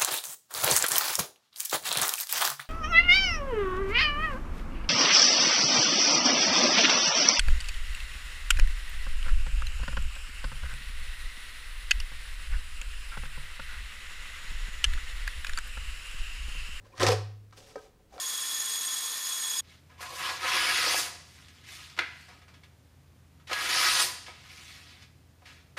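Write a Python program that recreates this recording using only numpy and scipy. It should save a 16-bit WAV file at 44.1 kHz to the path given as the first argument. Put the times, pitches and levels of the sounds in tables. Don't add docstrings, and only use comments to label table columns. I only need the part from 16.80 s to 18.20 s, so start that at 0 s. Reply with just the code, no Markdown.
import sys
import numpy as np
from scipy import signal
from scipy.fft import rfft, irfft
from scipy.io import wavfile
from scipy.ndimage import uniform_filter1d

SR = 44100
rng = np.random.default_rng(int(sys.argv[2]) if len(sys.argv) > 2 else 0)


def to_linear_factor(level_db):
    exponent = np.asarray(level_db, float) / 20
    return 10 ** exponent


def file_out(sig):
    cols = np.atleast_2d(sig).T
    lim = np.clip(cols, -1, 1)
    pcm = np.round(lim * 32767).astype(np.int16)
    wavfile.write(sys.argv[1], SR, pcm)


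N = 61739
CRACK_LEAD = 200


def evened(x):
    return x / np.sqrt(np.mean(x ** 2) + 1e-20)


def read(points, hz):
    f, value = np.transpose(points)
    return np.interp(np.log(hz + 1), np.log(f + 1), value, left=value[0] - 20)


def colour(x, points):
    gain = to_linear_factor(read(points, np.fft.rfftfreq(len(x), 1 / SR)))
    return irfft(rfft(x) * evened(gain), len(x))


def curve(points, axis):
    p = np.array(points, float)
    return to_linear_factor(np.interp(np.arange(N) / SR, p[:, 0], p[:, axis], left=-200, right=-200))


def add(mix, s, sound):
    part = mix[round(s * SR):][:len(sound)]
    part += sound[:len(part)]


SHELL_MODE_HZ = [270, 350, 400, 445, 492, 540, 586, 745, 930, 1010, 1285, 1570, 1860, 2300]
# (level [dB], t60 [s])
SHELL_MODES = [(0.5, 0.035), (-1, 0.077), (3.5, 0.032), (-4.5, 0.13), (-4.5, 0.049), (1.5, 0.042),
               (-8.5, 0.084), (-3.5, 0.077), (-3, 0.021), (-0.5, 0.029), (-2, 0.041), (-5.5, 0.097),
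               (-2.5, 0.03), (3.5, 0.047)]


def ring(zone_hz, damping, free=9):
    t = np.arange(9000) / SR
    hz, db, t60 = np.c_[SHELL_MODE_HZ, SHELL_MODES].T[:, :, None]
    uneven_db = rng.standard_normal((len(hz), 1))
    zone_db = -13.5 * abs(np.log2(hz / zone_hz))
    choke_db = -6 * np.clip((t - free) / 0.0019, 0, 1) * (hz < 1150)
    fade = to_linear_factor(db + uneven_db + zone_db + choke_db - 60 * damping * t / t60)
    sign = (-1.) ** np.arange(len(hz))[:, None]
    h = (fade * sign * np.sin(2 * np.pi * hz * t)).sum(0)
    h = h * (1 - np.exp(-t / 0.00024))
    return h / np.linalg.norm(h)


# (frequency [Hz], level [dB per Hz])
CRACK_SPECTRUM = [(700, -10.5), (1500, -5.5), (3000, -4.5), (5200, -3), (8500, -14), (12000, -24.5),
                  (16000, -45.5)]


def crack(db, length):
    t = np.arange(3000) / SR
    burst = rng.standard_normal(len(t)) * np.exp(-t / length) * np.minimum(t / 0.00032, 1)
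    return to_linear_factor(db) * colour(np.r_[np.zeros(CRACK_LEAD), burst], CRACK_SPECTRUM) / 3


# (time [s], crack level [dB], crack length [s], shell level [dB], struck zone [Hz])
CATCHES = [(0.1788, -32, 0.0045, -54, 1100), (0.198, -18.5, 0.0014, -55, 700),
           (0.2016, -29.5, 0.003, -38.5, 760), (0.2087, -34.5, 0.0041, -38, 347),
           (0.221, -25.5, 0.0036, -32.5, 1000), (0.2305, -13, 0.0045, -41.5, 526),
           (0.239, -20, 0.0026, -35.5, 540), (0.2664, -5.5, .0014, -30.5, 960),
           (0.27, -15.5, 0.0092, -33.5, 392), (0.283, -21.5, 0.002, -38, 950),
           (0.2861, -15, 0.0025, -32.5, 760), (0.2898, -26, 0.0031, -35.5, 482),
           (0.318, -22, 0.0074, -41, 498), (.328, -21, 0.0029, -40.5, 436), (0.342, -27, 0.0046, -63, 744),
           (0.71, -47, .001, -85, 900), (0.7252, -50.5, 0.024, -57.5, 1195), (.776, -43, 0.0047, -61, 740)]


def tooth_catches():
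    out = np.zeros(N)
    for s, crack_db, length, shell_db, zone_hz in CATCHES:
        add(out, s - CRACK_LEAD / SR, crack(crack_db, length))
        add(out, s, to_linear_factor(shell_db) * 30 * ring(zone_hz, damping=0.86))
    return out


def grit():
    grains_per_s, spread_db = 12000, 2.5
    size = to_linear_factor(spread_db * np.minimum(rng.exponential(1, N), 3)) * rng.standard_normal(N)
    return evened(size * (rng.random(N) < grains_per_s / SR))


def slide(points, spectrum, zone_hz, grip):
    shake = signal.oaconvolve(grit() * curve(points, axis=2), ring(zone_hz, grip))[:N]
    z = signal.stft(grit(), nperseg=128, noverlap=96)[2]
    patches = uniform_filter1d(rng.standard_normal(z.shape), size=3, axis=0)
    patches = evened(uniform_filter1d(patches, size=10, axis=1))
    patchy = z * to_linear_factor(2.1 * patches)
    hiss = evened(signal.istft(patchy, nperseg=128, noverlap=96)[1][:N])
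    return colour(hiss * curve(points, axis=1), spectrum) + shake


# (frequency [Hz], level [dB per Hz])
STEEL_SPECTRUM = [(710, -13), (1200, -5), (1400, -11), (1560, -8.5), (1830, -4.5), (2300, -13),
                  (5180, -12.5), (11800, -29.5), (16000, -49.5)]
# (time [s], hiss level [dB], shell level [dB])
DRAG = [
    (.15, -65, -78),
    (.176, -51.5, -55.5),
    (.195, -47, -43.5),
    (.205, -31, -32),
    (.24, -31, -35),
    (.26, -33.5, -32.5),
    (.29, -31, -34.5),
    (.334, -35.5, -36),
    (.345, -67.5, -82),
]
# (time [s], hiss level [dB], shell level [dB])
FIDGET = [
    (0, -77, -69.5),
    (.04, -73.5, -66.5),
    (.065, -62, -80),
    (.09, -70.5, -70),
    (.115, -70.5, -61),
    (.135, -66.5, -59.5),
    (.16, -67.5, -65),
]


def blade_slides():
    return slide(DRAG, STEEL_SPECTRUM, 620, 1.17) + slide(FIDGET, STEEL_SPECTRUM, 650, 0.6)


SQUEAK_S = [.047, .063, .118, .128, .176, .2175, .2245, .281, .314, .316, .316, .774, .79, .957, 1.378,
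            .196, .208, 1.322]
SQUEAK_HZ = [1030, 520, 2400, 1050, 4600, 3200, 4700, 5200, 5550, 10800, 2500, 4200, 2800, 5300, 3600, 370,
             1010, 800]
# (length [s], level [dB], blur [Hz])
SQUEAKS = [(0.019, -60.5, 24), (0.0089, -52, 17), (0.021, -63.5, 26), (.028, -53.5, 40), (0.0072, -51, 360),
           (0.0092, -27.5, 210), (0.014, -31.5, 800), (0.013, -26.5, 620), (.016, -37, 200),
           (0.0044, -40, 1200), (0.013, -30.5, 500), (0.014, -55, 900), (0.2, -75, 42), (0.0089, -54, 880),
           (0.005, -50, 900), (0.075, -32, 30), (0.044, -38, 44), (0.025, -70, 50)]


def swell(length, hz, db, blur_hz=2):
    t = np.arange(0, length, 1 / SR)
    wander = uniform_filter1d(rng.standard_normal((2, 30000)), size=int(SR / (2 * blur_hz)))
    a, b = wander[:, 9000:9000 + len(t)]
    tone = evened(a * np.sin(2 * np.pi * hz * t) + b * np.cos(2 * np.pi * hz * t))
    return to_linear_factor(db - 1.0) * np.sin(np.pi * t / length) * tone


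def squeaks():
    out = np.zeros(N)
    for s, hz, (length, db, blur_hz) in zip(SQUEAK_S, SQUEAK_HZ, SQUEAKS):
        add(out, s, swell(length, hz, db, blur_hz))
    return out


# (time [s], frequency [Hz], level [dB], t60 [s], free ring [s])
THUDS = [(.9565, 542, -32.5, 0.38, 0.011), (0.96, 402, -41, 0.17, 0.016), (.9565, 1270, -44, 0.17, 0.05),
         (.9562, 1780, -43.5, 0.023, .02), (.9562, 810, -44.5, 0.071, 0.025),
         (0.98, 1570, -46, 0.069, 0.042),
         (0.97, 440, -41.5, 0.33, 0.0247)  , (.9685, 293, -50, 0.089, 0.017),
         (.233, 525, -18.5, 0.1, 0.015), (.268, 512, -24, 0.17, 0.012), (0.29, 484, -18, 0.16, 0.027),
         (.319, 505, -20, 0.15, .024), (.203, 406, -25, 0.089, 0.017), (.229, 367, -22.5, 0.12, .024),
         (.204, 770, -30, 0.18, 0.016), (.21, 1040, -25.5, 0.11, 0.014), (.28, 726, -23, 0.16, 0.014),
         (0.723, 1230, -62, .15, 0.0025), (.731, 1180, -52.5, .1, 0.0053), (1.324, 780, -49.5, .3, 0.016),
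         (1.339, 570, -54, 0.083, .008), (1.356, 740, -48.5, .1, 0.0078), (1.3635, 566, -44, .1, .004),
         (1.369, 480, -42, 0.12, .006), (1.3795, 740, -42, 0.41, .022), (1.3795, 1360, -48, .2, .022),
         (1.386, 560, -48.5, 0.18, .015), (1.392, 697, -43.5, .3, .012), (1.393, 1050, -45, .3, .012),
         (1.5, 2000, -52.5, 0.27, .022), (.2, 62, -46, .4, .09), (.272, 290, -30.5, 0.1, .03),
         (.27, 160, -38.5, .15, 0.0285), (.775, 276, -59, 0.078, 0.022)]


def thuds():
    out, t = np.zeros(N), np.arange(SR // 4) / SR
    choke_db_per_s, rise_s = -9000, 0.00066
    for s, hz, db, t60, free in THUDS:
        fade = to_linear_factor(db - 60 * t / t60 + choke_db_per_s * np.maximum(t - free, 0))
        add(out, s, fade * np.minimum(t / rise_s, 1) * np.sin(2 * np.pi * hz * t))
    return out


# (time [s], level [dB])
PUMP = [
    (.165, -87.5),
    (.19, -28.5),
    (.24, -39),
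    (.27, -21),
    (.29, -48),
    (.31, -60),
]


def air_column():
    column_hz, t60, leftover_db = 103.2, 0.85, -53
    t, r = np.arange(N) / SR, to_linear_factor(-60 / t60 / SR)
    pumped = signal.lfilter([(1 - r) * 4], [1, -r], curve(PUMP, axis=1))
    leftover = to_linear_factor(leftover_db - 60 * t / t60)
    return (pumped + leftover) * np.cos(2 * np.pi * column_hz * (t - 0.78))


# (frequency [Hz], level [dB], t60 [s])
OVERTONES = [
    (444, -23.5, 0.26),
    (551, -39, .2),
]


def sheath_overtones():
    t = np.maximum(np.arange(N) / SR - .298, 0)
    out = np.zeros(N)
    for hz, db, t60 in OVERTONES:
        out += to_linear_factor(db - 60 * t / t60) * np.minimum(t / 0.012, 1) * np.sin(2 * np.pi * hz * t)
    return out


# (frequency [Hz], level [dB per Hz])
SKIN_SPECTRUM = [(590, -34.5), (1000, -12.5), (1790, -12), (2870, -10), (3980, -11), (5440, -10),
                 (11700, -23), (16000, -31)]
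# (time [s], hiss level [dB], shell level [dB])
RUB = [
    (.755, -70, -74),
    (.775, -53.5, -55.5),
    (.81, -60, -62.5),
    (.86, -61, -63),
    (.9, -56.5, -58),
    (.94, -65.5, -59.5),
    (1.03, -62.5, -61.5),
    (1.07, -66, -59.5),
    (1.1, -79, -79.5),
]
# (time [s], hiss level [dB], shell level [dB])
SETTLE = [
    (1.29, -82, -86),
    (1.33, -64, -56.5),
    (1.35, -60, -57),
    (1.41, -66.5, -50),
]


def hand_rubs():
    return slide(RUB, SKIN_SPECTRUM, 575, 1.26) + slide(SETTLE, SKIN_SPECTRUM, 710, 1.8)


# (time [s], crack level [dB], shell level [dB], struck zone [Hz], free ring [s])
KNOCKS = [
    (0.9563, -46, -49.5, 914, 0.011),
    (1.195, -80, -65, 624, 0.053),
    (1.325, -74, -67.5, 765, 0.011),
    (1.34, -74.5, -58.5, 607, 0.0055),
    (1.3795, -47, -56.5, 1040, 0.0034),
    (1.39, -44.5, -54.5, 1320, 0.025),
]


def wood_knocks():
    out = np.zeros(N)
    for s, crack_db, shell_db, zone_hz, free in KNOCKS:
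        add(out, s - CRACK_LEAD / SR, crack(crack_db, 0.0086))
        add(out, s, to_linear_factor(shell_db) * 30 * ring(zone_hz, 0.51, free))
    add(out, 1.3, swell(length=0.099, hz=55.7, db=-63))
    return out


# (frequency [Hz], t60 [s])
GARAGE_DECAY = [(200, 0.46), (530, 0.35), (1390, 0.44), (3680, 0.44), (9700, .33)]
# (frequency [Hz], level [dB])
WALLS = [(200, -10.5), (600, -1), (2000, -7), (6000, -3.5), (14000, -5)]


def garage(x):
    taps = np.zeros(SR // 2)
    at = np.arange(300, len(taps) - 12, 12)
    taps[at + rng.integers(0, 12, len(at))] = rng.choice([-1., 1.], len(at))
    hz, t, z = signal.stft(taps, SR, nperseg=256)
    t60 = read(GARAGE_DECAY, np.maximum(hz, GARAGE_DECAY[0][0]))[:, None]
    tail = signal.istft(z * to_linear_factor(-60 * t / t60), SR, nperseg=256)[1]
    return signal.fftconvolve(colour(x, WALLS), tail / np.linalg.norm(tail))[:N]


# (frequency [Hz], level [dB per Hz])
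FLOOR_SPECTRUM = [(12, -29.5), (20, -6.5), (55, -5), (81, -8), (388, -19), (434, -17.5), (849, -29.5),
                  (1000, -28.5), (16000, -43)]


def floor_noise():
    return to_linear_factor(-62) * colour(rng.standard_normal(N), FLOOR_SPECTRUM)


def scene():
    near = tooth_catches() + blade_slides() + squeaks() + hand_rubs() + wood_knocks()
    modes = thuds()
    room = to_linear_factor(-9.5) * garage(near + to_linear_factor(-6) * modes)
    return (near + modes + air_column() + sheath_overtones() + room + floor_noise())[None]


def roll_off(x):
    return signal.sosfilt(signal.butter(12, 16610, fs=SR, output="sos"), x)


def record(dry):
    low_pass = signal.firwin(255, 15800, fs=SR)[None]
    mix = signal.oaconvolve(dry, low_pass, "same")
    return roll_off(mix)


dry = scene()
out = record(dry)
file_out(out)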